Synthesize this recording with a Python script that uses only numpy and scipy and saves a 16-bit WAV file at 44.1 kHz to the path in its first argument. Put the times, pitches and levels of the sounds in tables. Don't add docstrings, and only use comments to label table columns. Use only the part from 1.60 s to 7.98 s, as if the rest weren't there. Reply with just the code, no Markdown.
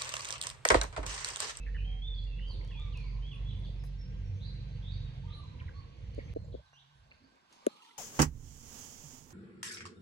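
import sys
import numpy as np
from scipy import signal
from scipy.fft import rfft, irfft
from scipy.io import wavfile
from scipy.ndimage import uniform_filter1d

SR = 44100
rng = np.random.default_rng(int(sys.argv[2]) if len(sys.argv) > 2 else 0)


def put_to_file(sound):
    columns = np.atleast_2d(sound).T
    safe = np.clip(columns, -1, 1)
    whole_steps = np.round(safe * 32767)
    wavfile.write(sys.argv[1], SR, whole_steps.astype(np.int16))


N = 281341
TIME = np.arange(N) / SR
PORT_LAG_MS = 0.476


def amp(db):
    return 10 ** (np.asarray(db) / 20)


def unit(x):
    return x / np.sqrt(np.mean(x ** 2) + 1e-20)


def read(points, hz):
    f, value = np.transpose(points)
    return np.interp(np.log(hz + 1), np.log(f + 1), value)


def curve(rows):
    s, *columns = np.transpose(rows)
    return [np.interp(TIME, s, c) for c in columns]


def swells(rows):
    return sum(amp(db) * np.exp(-((TIME - s) / half_s) ** 2) for s, half_s, db in rows)


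def add(mix, s, sound):
    part = mix[:, max(round(s * SR), 0):][:, :sound.shape[1]]
    part += sound[:, :part.shape[1]]


def tint(x, colour):
    hz = np.fft.rfftfreq(x.shape[-1], 1 / SR)
    return irfft(rfft(x) * amp(read(colour, hz)), x.shape[-1])


def wander(size, rate_hz):
    hz = np.fft.rfftfreq(size + 8192, 1 / SR)
    spectrum = rfft(rng.standard_normal(size + 8192)) * np.exp(-(hz / rate_hz) ** 2)
    return unit(irfft(spectrum))[:size]


def snap(t60_s, colour):
    t = np.arange(SR // 4) / SR
    burst = tint(rng.standard_normal(len(t)), colour) * amp(-60 * t / t60_s)
    return burst / abs(burst).max()


def ports(x, lag_ms=PORT_LAG_MS, pan_db=0):
    hz = np.fft.rfftfreq(len(x), 1 / SR)
    late = irfft(rfft(x) * np.exp(-2j * np.pi * hz * lag_ms / 1000), len(x))
    return np.array([x, late]) * unit(amp([[pan_db / 2], [-pan_db / 2]]))


def air(colour, patchy_db, flicker_db):
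    # (frequency [Hz], coherence [0-1])
    coherence = [(100, 0.7), (600, 0.7), (1500, 0.05), (4000, 0.6), (10000, 0)]
    frames, hz = N // 256 + 5, np.fft.rfftfreq(1024, 1 / SR)
    left_re, left_im, apart_re, apart_im, patches = rng.standard_normal((frames, 513, 5)).T
    patches = unit(uniform_filter1d(uniform_filter1d(patches, 10, 0), 7, 1))
    flicker = rng.standard_normal(frames)
    same = read(coherence, hz)[:, None]
    delay = np.exp(-2j * np.pi * hz[:, None] * PORT_LAG_MS / 1000)
    left = left_re + 1j * left_im
    right = same * delay * left + np.sqrt(1 - same ** 2) * (apart_re + 1j * apart_im)
    gain = amp(read(colour, hz)[:, None] + patchy_db * patches + flicker_db * flicker)
    return unit(signal.istft(np.array([left, right]) * gain, nperseg=1024, noverlap=768)[1][:, :N])


def forest(x, near_db=3, near_s=0.055, build_s=0.022, echoes_per_s=2500):
    # (frequency [Hz], t60 [s])
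    decay = [(500, 1.0), (1200, 1.0), (3400, 1.15), (5000, 1.05), (9500, .35)]
    echoes = rng.standard_normal((2, SR)) * (rng.random((2, SR)) < echoes_per_s / SR)
    hz, t, bands = signal.stft(echoes, SR, nperseg=256)
    onset = (1 + amp(near_db) * np.exp(-t / near_s)) * np.minimum(t / build_s, 1)
    bands *= onset * amp(-60 * t / read(decay, hz)[:, None])
    tail = signal.istft(bands, SR, nperseg=256)[1]
    return signal.fftconvolve(x[:1], tail / np.linalg.norm(tail[0]), axes=1)[:, :N]


def note(length_s, path_hz, jitter_hz, flutter_db, edge, rasp=0):
    rasp_hz, swing_hz = 165, 160
    progress = np.linspace(0, 1, max(round(length_s * SR), 64))
    contour = np.polyfit(np.linspace(0, 1, len(path_hz)), path_hz, min(len(path_hz) - 1, 8))
    jitter, flutter, uneven = (wander(SR // 2, rate_hz)[:len(progress)] for rate_hz in (260, 81, 150))
    puff_cycles = np.cumsum(rasp_hz * (1 + 0.25 * uneven)) / SR + rng.random()
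    puffs = rasp * np.sin(2 * np.pi * puff_cycles)
    hz = np.polyval(contour, progress) + jitter_hz * jitter + swing_hz * (puffs - rasp ** 2 / 2)
    window = signal.windows.tukey(len(progress), np.clip(edge, 0.05, 1))
    envelope = window * amp(flutter_db * flutter) * (1 + puffs)
    return unit(envelope * np.sin(2 * np.pi * np.cumsum(hz) / SR))


def sing(s, length_s, path_hz, db, jitter_hz, echo_db, lag_ms, edge, flutter_db=3.5, rasp=0, fade_db=0):
    tone = note(length_s, path_hz, jitter_hz, flutter_db, edge, rasp)
    tone *= amp(db + np.linspace(0, fade_db, len(tone)))
    direct = ports(tone, lag_ms) / np.sqrt(1 + amp(echo_db) ** 2 / 2)
    return s, direct, direct * amp(echo_db)


def slide(start_hz, end_hz, bend):
    return start_hz + (end_hz - start_hz) * np.array([0, *bend, 1])


def songbirds():
    # (time [s], length [s], pitch at 4 even steps [Hz], level [dB], echo [dB])
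    whistles = [(0.0, 0.04, 2600, 2630, 2620, 2600, -57, -4),
                (0.138, 0.08, 2864, 2975, 2975, 2950, -61, -1),
                (0.242, .095, 3080, 3175, 3195, 3175, -53.5, -6),
                (0.415, 0.14, 3214, 3540, 3530, 3479, -48, -6),
                (0.558, 0.048, 3424, 3370, 3380, 3395, -51, -4),
                (0.666, 0.09, 2860, 2720, 2680, 2650, -62, -4),
                (1.084, .035, 3380, 3370, 3330, 3280, -61, -1),
                (1.145, .09, 3350, 3400, 3600, 3760, -55.5, 0),
                (1.62, 0.11, 3050, 3250, 3420, 3380, -57, -1),
                (1.855, 0.06, 3300, 3420, 3480, 3490, -56, -1),
                (2.034, 0.03, 3300, 3500, 3600, 3600, -59.5, 0),
                (5.133, .078, 2790, 2930, 3400, 4050, -64, -0.5)]
    # (time [s], length [s], start [Hz], end [Hz], level [dB], echo [dB])
    slurs = [(0.163, 0.033, 3000, 2400, -55, 0), (0.257, 0.097, 2450, 2144, -72, 4),
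             (1.711, 0.041, 3207, 2430, -54.5, -6), (1.895, 0.026, 3580, 2820, -59, -2.5),
             (2.046, 0.025, 3690, 2840, -61, -6), (4.92, 0.02, 4470, 3010, -64.5, 1),
             (5.06, 0.036, 4100, 3750, -73, -4)]
    # (time [s], length [s], start [Hz], end [Hz], level [dB], rasp [0-1])
    rising_calls = [(0.748, 0.13, 2546, 3164, -58, 0), (1.885, 0.035, 3680, 3950, -63.5, 0.35),
                    (2.796, 0.096, 3220, 4700, -59.5, .45), (2.828, 0.051, 3916, 4085, -55.5, 0.27),
                    (3.218, 0.095, 3200, 3800, -57, 0.3), (3.31, 0.035, 4100, 4570, -58.5, 0.4),
                    (3.673, 0.082, 2797, 4193, -60, 0.34), (3.726, 0.032, 3890, 4040, -56.5, 0.01)]
    # (time [s], length [s], start [Hz], end [Hz], level [dB])
    far_whistles = [(2.175, 0.1, 5320, 5030, -72.5), (2.373, 0.08, 5460, 5390, -65.5),
                    (2.636, 0.074, 5470, 5730, -74), (2.727, 0.082, 6020, 6280, -78.5),
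                    (3.1, .1, 4220, 4637, -73), (3.343, 0.11, 3830, 3791, -64),
                    (4.122, .11, 4080, 4520, -68.5), (4.602, .1, 6100, 6300, -78),
                    (4.73, 0.098, 4090, 4185, -74), (6.051, 0.08, 3570, 4350, -67.5)]
    notes = [sing(s, length_s, path_hz, db,
                  jitter_hz=14, echo_db=echo_db, lag_ms=0.069, edge=0.12, flutter_db=2.5)
             for s, length_s, *path_hz, db, echo_db in whistles]
    notes += diving_notes()
    notes += [sing(s, length_s, slide(start_hz, end_hz, bend=(0.38, 0.72)), db,
                   jitter_hz=55, echo_db=echo_db + 1.5, lag_ms=0.036, edge=0.3)
              for s, length_s, start_hz, end_hz, db, echo_db in slurs]
    notes += [sing(s, length_s, slide(start_hz, end_hz, bend=(0.55, 0.87)), db,
                   jitter_hz=35 + 130 * rasp, echo_db=5, lag_ms=-0.013, edge=0.29, rasp=rasp)
              for s, length_s, start_hz, end_hz, db, rasp in rising_calls]
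    notes += [sing(s, length_s, slide(start_hz, end_hz, bend=(0.47, 0.86)), db,
                   jitter_hz=54, echo_db=-0.5, lag_ms=0.0076, edge=0.82)
              for s, length_s, start_hz, end_hz, db in far_whistles]
    notes += hooting_notes()
    near, sent = np.zeros((2, 2, N))
    for s, direct, echo in notes:
        add(near, s, direct)
        add(sent, s, echo)
    return amp(-2) * near + amp(-2.5) * forest(sent)


def engine():
    # (time [s], firing rate [Hz])
    speed = [(0, 47.55), (.5, 46.47), (1.1, 45.59), (1.9, 47.83), (2.45, 46), (2.72, 48.1), (3.35, 47.56),
             (3.8, 44.6)]
    # (time [s], firing tone [dB], overtones [dB])
    levels = [(0.0, -37, -67), (0.14, -33.5, -56), (1.36, -38.5, -41.5), (1.62, -34, -46.5),
              (1.72, -46, -44), (1.82, -35.5, -44), (1.89, -37.5, -40.5), (1.92, -37.5, -43),
              (2.55, -40, -41), (2.67, -35.5, -42), (2.74, -46, -42), (2.94, -39.5, -40),
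              (3.45, -41, -40.5), (3.55, -54, -42), (3.67, -43, -38), (3.9, -60, -49)]
    # (order [x firing rate], level [dB])
    orders = [(1.5, -17.5), (2, -3.5), (2.5, -4.5), (3, -6.5), (4, -15)]
    # (time [s], half width [s], level [dB])
    booms = [(1.96, 0.03, -37), (2.76, 0.1, -41.5), (3.36, 0.078, -41.5)]
    firing_hz, = curve(speed)
    firing_db, overtone_db = curve(levels)
    cycles = np.cumsum(firing_hz * (1 + 0.01 * wander(N, 14.3))) / SR
    overtones = np.zeros(N)
    for order, db in orders:
        gain = amp(db + 3 * wander(N, 6))
        overtones += gain * np.sin(2 * np.pi * order * (cycles + 0.02 * wander(N, 10)))
    firing = amp(firing_db - 1.5) * np.sqrt(2) * np.sin(2 * np.pi * cycles)
    boom = swells(booms) * np.sin(4 * np.pi * cycles)
    drone = firing + amp(overtone_db - 3.5) * unit(overtones) + boom
    return ports(drone * np.interp(TIME, [3.7, 3.95], [1, 0]))


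def buffeting(apart_db=-13):
    # (time [s], level [dB])
    levels = [(0, -37.5), (.47, -43.5), (1.0, -41.5), (1.8, -43), (1.95, -42), (2.12, -41.5), (3.1, -42.5),
              (3.6, -47), (4.35, -48.5), (4.55, -44.5), (4.975, -47.5), (5.03, -71), (5.31, -88),
              (5.36, -66), (5.68, -71), (5.8, -94), (6.0, -105)]
    # (frequency [Hz], gain [dB])
    colour = [(20, -42), (31, -20), (40, 3), (52, 9.5), (90, 5), (135, 1.5), (175, -6.5), (220, -17.5),
              (300, -25), (400, -31), (480, -12), (600, -30), (900, -64.5)]
    common = unit(tint(rng.standard_normal(N), colour))
    apart = unit(tint(rng.standard_normal((2, N)), colour))
    lumps = unit(amp(2.3 * wander(N, 3.5)))
    trim_db = np.interp(TIME, [3.3, 3.8], [-3, 0.5])
    return (ports(common) + amp(apart_db) * apart) * lumps * amp(curve(levels)[0] + trim_db)


def leaves(pond_from_s=4.74, crossfade_s=0.0024):
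    # (time [s], level [dB])
    bank_colour = [(120, -24.5), (200, -4.5), (405, -16.5), (485, -16.5), (671, -18), (929, -18.5),
                   (1430, -26), (2020, -20), (3230, -21), (4010, -25), (6300, -33.5), (8410, -46),
                   (10500, -49.5), (12100, -61.5), (15000, -85)]
    bank_level = [(0, -63.5), (.6, -66), (1.32, -63), (1.9, -62.5), (2.27, -64.5), (3.5, -61.5),
                  (4.3, -64.5), (4.73, -62)]
    # (time [s], level [dB])
    pond_colour = [(150, -17.5), (250, -16.5), (443, -49), (620, -13.5), (799, -8), (1120, -9), (1300, -19),
                   (1540, -11.5), (1950, -17.5), (3580, -18), (5180, -20.5), (6030, -27), (6450, -26.5),
                   (14000, -47)]
    pond_level = [(4.75, -69), (5.878, -69.5), (5.942, -65.5), (6.092, -64), (6.186, -95), (6.38, -69)]
    # (time [s], level [dB])
    low_colour = [(60, -59), (120, -20), (200, 1), (280, -7), (470, -6), (620, -0.5), (900, -58)]
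    low_level = [(4.75, -67), (4.86, -60.5), (5.0, -63), (5.07, -102), (5.28, -89), (5.38, -79),
                 (5.65, -71.5), (5.8, -78.5), (6.0, -67), (6.15, -69), (6.38, -106)]
    # (time [s], half width [s], level [dB])
    rustle_colour = [(150, -29), (350, 11.5), (1000, -1), (1500, -16.5), (5000, -25), (11000, -28),
                     (15000, -51)]
    stirs = [(.97, 0.12, -60.5), (2.079, 0.25, -64)]
    bank = air(bank_colour, patchy_db=1.8, flicker_db=0.4) * amp(curve(bank_level)[0] + 1.4)
    pond = air(pond_colour, patchy_db=1.8, flicker_db=0.4) * amp(curve(pond_level)[0] - 0.7)
    pond += air(low_colour, patchy_db=4, flicker_db=-3) * amp(curve(low_level)[0])
    rustle = air(rustle_colour, patchy_db=3.8, flicker_db=2.5) * (amp(-93.5) + swells(stirs))
    by_pond = np.clip((TIME - pond_from_s) / crossfade_s, 0, 1)
    return bank * (1 - by_pond) + pond * by_pond + rustle


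def chucking_birds():
    # (time [s], length [s], start [Hz], end [Hz], level [dB], right port lag [ms])
    chucks = [(0.061, 0.018, 2270, 2270, -62, -0.36), (0.062, 0.04, 1820, 1710, -59.5, 0.024),
              (0.144, 0.029, 1780, 1703, -55.5, 0.0054), (0.79, 0.014, 2005, 1890, -62, -0.081),
              (1.009, 0.011, 2280, 2160, -59.5, -0.17), (1.107, 0.015, 1890, 1860, -66, -0.035),
              (3.984, 0.051, 2700, 1844, -61, 0.31), (4.077, 0.0243, 2086, 1820, -59.5, -0.073),
              (4.589, 0.033, 2402, 2020, -60.5, 0.32), (4.673, 0.034, 2360, 1914, -67.5, -0.31),
              (5.507, 0.023, 3430, 2095, -61, 0.21)]
    out = np.zeros((2, N))
    for s, length_s, start_hz, end_hz, db, lag_ms in chucks:
        fall_hz = start_hz - end_hz
        tone = note(length_s, [start_hz, end_hz], jitter_hz=70 + 0.34 * fall_hz,
                    flutter_db=1.5, edge=0.25 + fall_hz / 1000, rasp=0.7)
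        add(out, s, ports(amp(db) * tone, lag_ms))
    return amp(1.9) * out + amp(-7.5) * forest(out)


def hooting_notes():
    # (time [s], length [s], pitch [Hz], level [dB], arch depth [exponent])
    singles = [(0.256, 0.11, 756, -68.5, 0.17), (0.896, 0.014, 1096, -63, 1.5),
               (0.998, .02, 992, -64, 0.78), (1.1, 0.029, 1093, -66.5, 1.2), (1.545, 0.055, 1085, -67, 1.6),
               (1.78, 0.03, 1084, -66, 1.1), (1.971, 0.014, 1023, -65.5, 1.3),
               (5.611, 0.055, 279, -66.5, 0.85)]
    # (time [s], held length [s], closing delay [s], level [dB], closing level [dB])
    phrases = [(1.151, .12, .555, -64.5, -71.5), (3.632, 0.18, .503, -63.5, -64.5)]
    droop = (1, 0.93, 0.924, 0.8)
    arch = np.array([0.95, 1, 0.965, 0.925])
    scoop = np.array([0.89, 0.96, 1.02, 1.07])
    notes = [(s, length_s, hz * arch ** depth, db) for s, length_s, hz, db, depth in singles]
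    for s, held_s, closing_s, db, closing_db in phrases:
        notes.append((s, 0.035, 930 * scoop, db + 1.5))
        notes.append((s + 0.033, held_s, 1215 * arch, db + 2))
        notes += [(s + 0.2 + k * 0.089, 0.036, 1090 * np.array(droop), db - 0.5) for k in range(3)]
        notes.append((s + closing_s, 0.1, 1130 * arch, closing_db))
    return [sing(*row, jitter_hz=7.5, echo_db=0, lag_ms=-0.018, edge=0.2) for row in notes]


def flicking_bird(rise_s=0.014, creep_hz=160, top_hz=4980):
    # (time [s], start [Hz], linger [s], level [dB])
    flicks = [(.542, 3990, .003, -65), (.582, 4080, .012, -64.5), (.631, 4310, .012, -70),
              (1.322, 3690, .003, -67.5), (1.372, 4050, .005, -66), (1.413, 4100, .026, -67.5),
              (1.48, 4390, .008, -69), (1.655, 3750, .004, -76), (2.042, 3850, .005, -65),
              (2.08, 4030, .005, -75.5), (4.535, 4100, .005, -70), (4.585, 4060, .005, -74)]
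    out = np.zeros((2, N))
    for s, low_hz, linger_s, db in flicks:
        length_s = linger_s + rise_s
        t = np.linspace(0, length_s, 24)
        path_hz = np.interp(t, [0, linger_s, length_s], [low_hz, low_hz + creep_hz, top_hz])
        tone = note(length_s, path_hz, jitter_hz=60, flutter_db=2, edge=0.45)
        add(out, s, ports(amp(db) * tone, lag_ms=0.015))
    return amp(-1) * out + forest(out)


def twigs_and_splash(crackles_per_s=14, crackle_db=-73):
    # (time [s], level [dB], t60 [s])
    bursts = [(.642, -55, 0.0079), (.887, -60, 0.015), (1.048, -54, 0.0075), (1.077, -51.5, 0.0055),
              (1.198, -56, 0.0096), (1.373, -48.5, 0.012), (2.238, -55.5, 0.018), (3.842, -61, 0.01),
              (4.548, -54.5, 0.0078), (5.926, -53.5, 0.05)]
    # (frequency [Hz], gain [dB])
    colour = [(300, -16), (800, 4.5), (2000, 1), (4000, 7), (6500, 15.5), (8000, -0.5), (10000, 7),
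              (12200, -34), (14000, -4.5), (16000, -16.5)]
    out = np.zeros((2, N))
    for s, db, t60_s in bursts:
        add(out, s, ports(amp(db) * snap(t60_s, colour), lag_ms=0))
    onsets = rng.random(N) < crackles_per_s / SR
    clicks = onsets * amp(crackle_db + 2 * np.minimum(rng.exponential(1, N), 3))
    out += ports(signal.oaconvolve(clicks, snap(0.011, colour))[:N])
    return out + amp(-1) * forest(out)


def diving_notes(plunge_s=0.014):
    # (time [s], length [s], start [Hz], knee [Hz], end [Hz], level [dB])
    dives = [(1.106, .18, 3350, 2460, 2200, -56.5), (1.325, .185, 3700, 2490, 2060, -54)]
    arch_hz = (4500, 4720, 4560, 4020, 3560, 3280)
    notes = []
    for s, length_s, start_hz, knee_hz, end_hz, db in dives:
        t = np.linspace(0, length_s, 40)
        plunge_hz = (start_hz - knee_hz) * np.exp(-t / plunge_s)
        sag_hz = (end_hz - knee_hz) * (t / length_s) ** 2
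        notes.append(sing(s, length_s, knee_hz + plunge_hz + sag_hz, db,
                          jitter_hz=25, echo_db=-3, lag_ms=0.036, edge=0.1, flutter_db=3, fade_db=-11))
    return notes + [sing(0.852, 0.128, arch_hz, db=-58, jitter_hz=45, echo_db=1, lag_ms=0.02, edge=0.8)]


def rasps_and_splashes(fall=0.025):
    # (time [s], length [s], start [Hz], level [dB])
    events = [(0.924, 0.03, 9500, -84), (1.743, .025, 9340, -83.5), (1.991, 0.019, 9500, -84),
              (3.742, 0.073, 9600, -84), (4.842, 0.025, 7150, -81), (5.127, 0.047, 6070, -76.5),
              (5.34, 0.085, 9500, -94), (5.507, 0.068, 4440, -78), (5.63, 0.06, 4600, -80)]
    out = np.zeros((2, N))
    for s, length_s, hz, db in events:
        tone = note(length_s, [hz, hz * (1 - fall)], jitter_hz=190, flutter_db=2, edge=0.4, rasp=0.7)
        add(out, s, ports(amp(db) * tone, lag_ms=0))
    return amp(1.5) * out + amp(-3) * forest(out)


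def taps():
    # (time [s], level [dB], t60 [s])
    touches = [(1.048, -54, .015), (2.05, -55, 0.017), (2.238, -50, .05), (5.131, -52, 0.014)]
    # (frequency [Hz], gain [dB])
    colour = [(250, -26), (650, 10), (1200, 2), (1900, 9), (3000, -40), (8000, -34)]
    out = np.zeros((2, N))
    for s, db, t60_s in touches:
        add(out, s, ports(amp(db) * snap(t60_s, colour), lag_ms=0.195))
    return out


def far_hum(pitch_hz=1565, waver_hz=25.9):
    # (time [s], level [dB])
    levels = [(1.9, -100), (2.5, -76), (3.9, -81.5), (4.2, -85), (4.9, -99), (5.05, -78), (5.85, -80),
              (6.1, -93.5)]
    hz = pitch_hz + waver_hz * wander(N, 45)
    tone = np.sin(2 * np.pi * np.cumsum(hz) / SR) * amp(2.5 * wander(N, 18))
    return ports(unit(tone) * amp(curve(levels)[0]), lag_ms=0.16)


def leaf_swish(start_s=2.238, hold_s=0.022, t60_s=0.12, db=-70.5):
    # (frequency [Hz], gain [dB])
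    colour = [(2000, -30), (6000, -5), (8500, -11), (10300, 3), (12200, -16), (13600, -1), (15000, -14)]
    t = TIME - start_s
    envelope = (t > 0) * amp(db - 60 * np.maximum(t - hold_s, 0) / t60_s)
    hiss = unit(tint(rng.standard_normal(N), colour))
    return ports(hiss * envelope * amp(2 * wander(N, 300)), lag_ms=0)


def hand_bumps(hz=75, half_width_s=0.0061):
    # (time [s], level [dB])
    bumps = [(3.441, -36), (4.019, -39.5), (4.066, -36), (4.192, -33.5), (4.441, -33), (4.49, -37.5)]
    return ports(sum(swells([(s, half_width_s, db)]) * np.cos(2 * np.pi * hz * (TIME - s))
                     for s, db in bumps))


def nail_click():
    # (frequency [Hz], gain [dB])
    colour = [(300, -28), (800, -7), (1600, 12), (2200, 0), (3400, -2.5), (5200, -13), (6800, 2),
              (8000, -7.5), (9100, 4), (10800, -8), (12200, -24), (14000, -11), (16000, -61)]
    log_gain = np.log(amp(read(colour, abs(np.fft.fftfreq(2048, 1 / SR)))))
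    click = np.fft.ifft(np.exp(signal.hilbert(log_gain).conj())).real
    return click / abs(click).max()


def finger_knocks(contact_s=0.0019):
    # (time [s], thud [dB], click [dB], left minus right [dB], pitch [ratio])
    knocks = [(4.578, -32, -77, 8, 0.98), (4.585, -30, -72, 0, 1.42), (4.7594, -27, -70, -4.5, 1.25),
              (4.766, -28, -72, 0.5, 1.274), (4.94, -34.5, -74, 4, 1.05), (4.948, -32.5, -80, 4, 1.38),
              (6.0663, -14, -24.5, 6, 1.1)]
    # (frequency [Hz], level [dB], t60 [s])
    modes = [(238, -9, 0.013), (374, 15.5, 0.016), (522, 11, 0.027)]
    out, t = np.zeros((2, N)), np.arange(SR // 8) / SR
    push = np.sin(np.pi * np.minimum(t / contact_s, 1)) ** 2
    band = signal.butter(5, [215, 680], "bandpass", fs=SR, output="sos")
    for s, thud_db, click_db, pan_db, pitch in knocks:
        ring = sum(amp(db - 60 * t / t60_s) * np.cos(2 * np.pi * hz * pitch * t)
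                   for hz, db, t60_s in modes)
        thud = signal.sosfilt(band, signal.fftconvolve(ring, push)[:len(t)])
        add(out, s, ports(amp(thud_db + 1) * thud / abs(thud).max(), lag_ms=0.68, pan_db=pan_db))
        add(out, s, ports(amp(click_db + 5.5) * nail_click(), lag_ms=0.29, pan_db=3.5))
    return out


def low_hum(start_s=5.03, length_s=0.55, pitch_hz=138, db=-69.5):
    swell = np.sin(np.pi * np.clip((TIME - start_s) / length_s, 0, 1))
    hz = pitch_hz + 9 * wander(N, 29)
    return ports(amp(db) * swell * unit(np.sin(2 * np.pi * np.cumsum(hz) / SR)))


def bubble(hz, t60_s, rise_per_s=0.6):
    t = np.arange(SR // 12) / SR
    envelope = np.minimum(t / 0.002, 1) * amp(-60 * t / t60_s)
    return envelope * np.sin(2 * np.pi * hz * (t + rise_per_s * t ** 2 / 2))


def bubble_spray(start_s=5.5, count=260, low_hz=1000, high_hz=5000, top_db=-66, spread_db=12):
    out = np.zeros((2, N))
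    for when, pitch, softness, side in rng.random((count, 4)):
        hz = low_hz * (high_hz / low_hz) ** pitch
        ring = amp(top_db - spread_db * softness) * bubble(hz, t60_s=0.014)
        add(out, start_s + when * (N / SR - start_s), ports(ring, lag_ms=PORT_LAG_MS * (2 * side - 1)))
    return out


def water(gurgle_width_hz=70):
    # (time [s], level [dB])
    colour = [(120, -72), (200, -10), (485, -13), (560, -36.5), (636, -26.5), (818, 0), (1360, -7.5),
              (1510, -28), (1660, -17.5), (3010, -8), (10800, -26), (12100, -37.5), (15000, -29.5)]
    levels = [(5.85, -86), (5.93, -62), (6.0, -73), (6.1, -60.5), (6.2, -65), (6.27, -59.5), (6.38, -68)]
    # (time [s], resonance [Hz], level [dB])
    gurgle = [(5.96, 780, -80), (6.01, 920, -71), (6.04, 1200, -71), (6.13, 1190, -66.5), (6.2, 1220, -69),
              (6.235, 930, -67.5), (6.32, 950, -70.5), (6.38, 860, -72)]
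    # (time [s], pitch [Hz], level [dB])
    plops = [(6.203, 1300, -53.5), (6.221, 2750, -50.5), (6.246, 1850, -58.5), (6.26, 3650, -59),
             (6.294, 1346, -55), (6.308, 2030, -53.5)]
    out = air(colour, patchy_db=2, flicker_db=2) * amp(curve(levels)[0]) * (TIME > levels[0][0])
    resonance_hz, gurgle_db = curve(gurgle)
    phase = 2 * np.pi * np.cumsum(resonance_hz) / SR
    hollow = wander(N, gurgle_width_hz) * np.cos(phase) + wander(N, gurgle_width_hz) * np.sin(phase)
    out += ports(unit(hollow) * amp(gurgle_db) * (TIME > gurgle[0][0]), lag_ms=0.13)
    for s, hz, db in plops:
        add(out, s, ports(amp(db) * bubble(hz, t60_s=0.045), lag_ms=0.14))
    return out


def scene():
    mix = songbirds() + flicking_bird() + chucking_birds() + rasps_and_splashes()
    mix += engine() + low_hum() + far_hum() + buffeting() + hand_bumps()
    mix += leaves() + water() + bubble_spray() + twigs_and_splash() + leaf_swish()
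    mix += taps() + finger_knocks()
    dip_from_s, recovery_s, dip_db = 4.738, [4.747, 4.7515], -15
    return mix * np.where(TIME > dip_from_s, np.interp(TIME, recovery_s, [amp(dip_db), 1]), 1)


def record(dry):
    # (frequency [Hz], left minus right [dB])
    balance = [(150, -3), (330, -4), (510, 3.5), (750, -2), (1200, -3), (4300, -3.3), (5800, -1.5),
               (6800, 1), (8800, 1.5), (10000, 0)]
    cutoff_hz = 15000
    balance_db = read(balance, np.fft.rfftfreq(N, 1 / SR))
    coloured = irfft(rfft(dry) * amp(np.array([balance_db, -balance_db]) / 2), N)
    lowpass = signal.firwin(511, cutoff_hz, window=("kaiser", 9), fs=SR)
    return signal.oaconvolve(coloured, lowpass[None], "same")


dry = scene()
out = record(dry)
put_to_file(out)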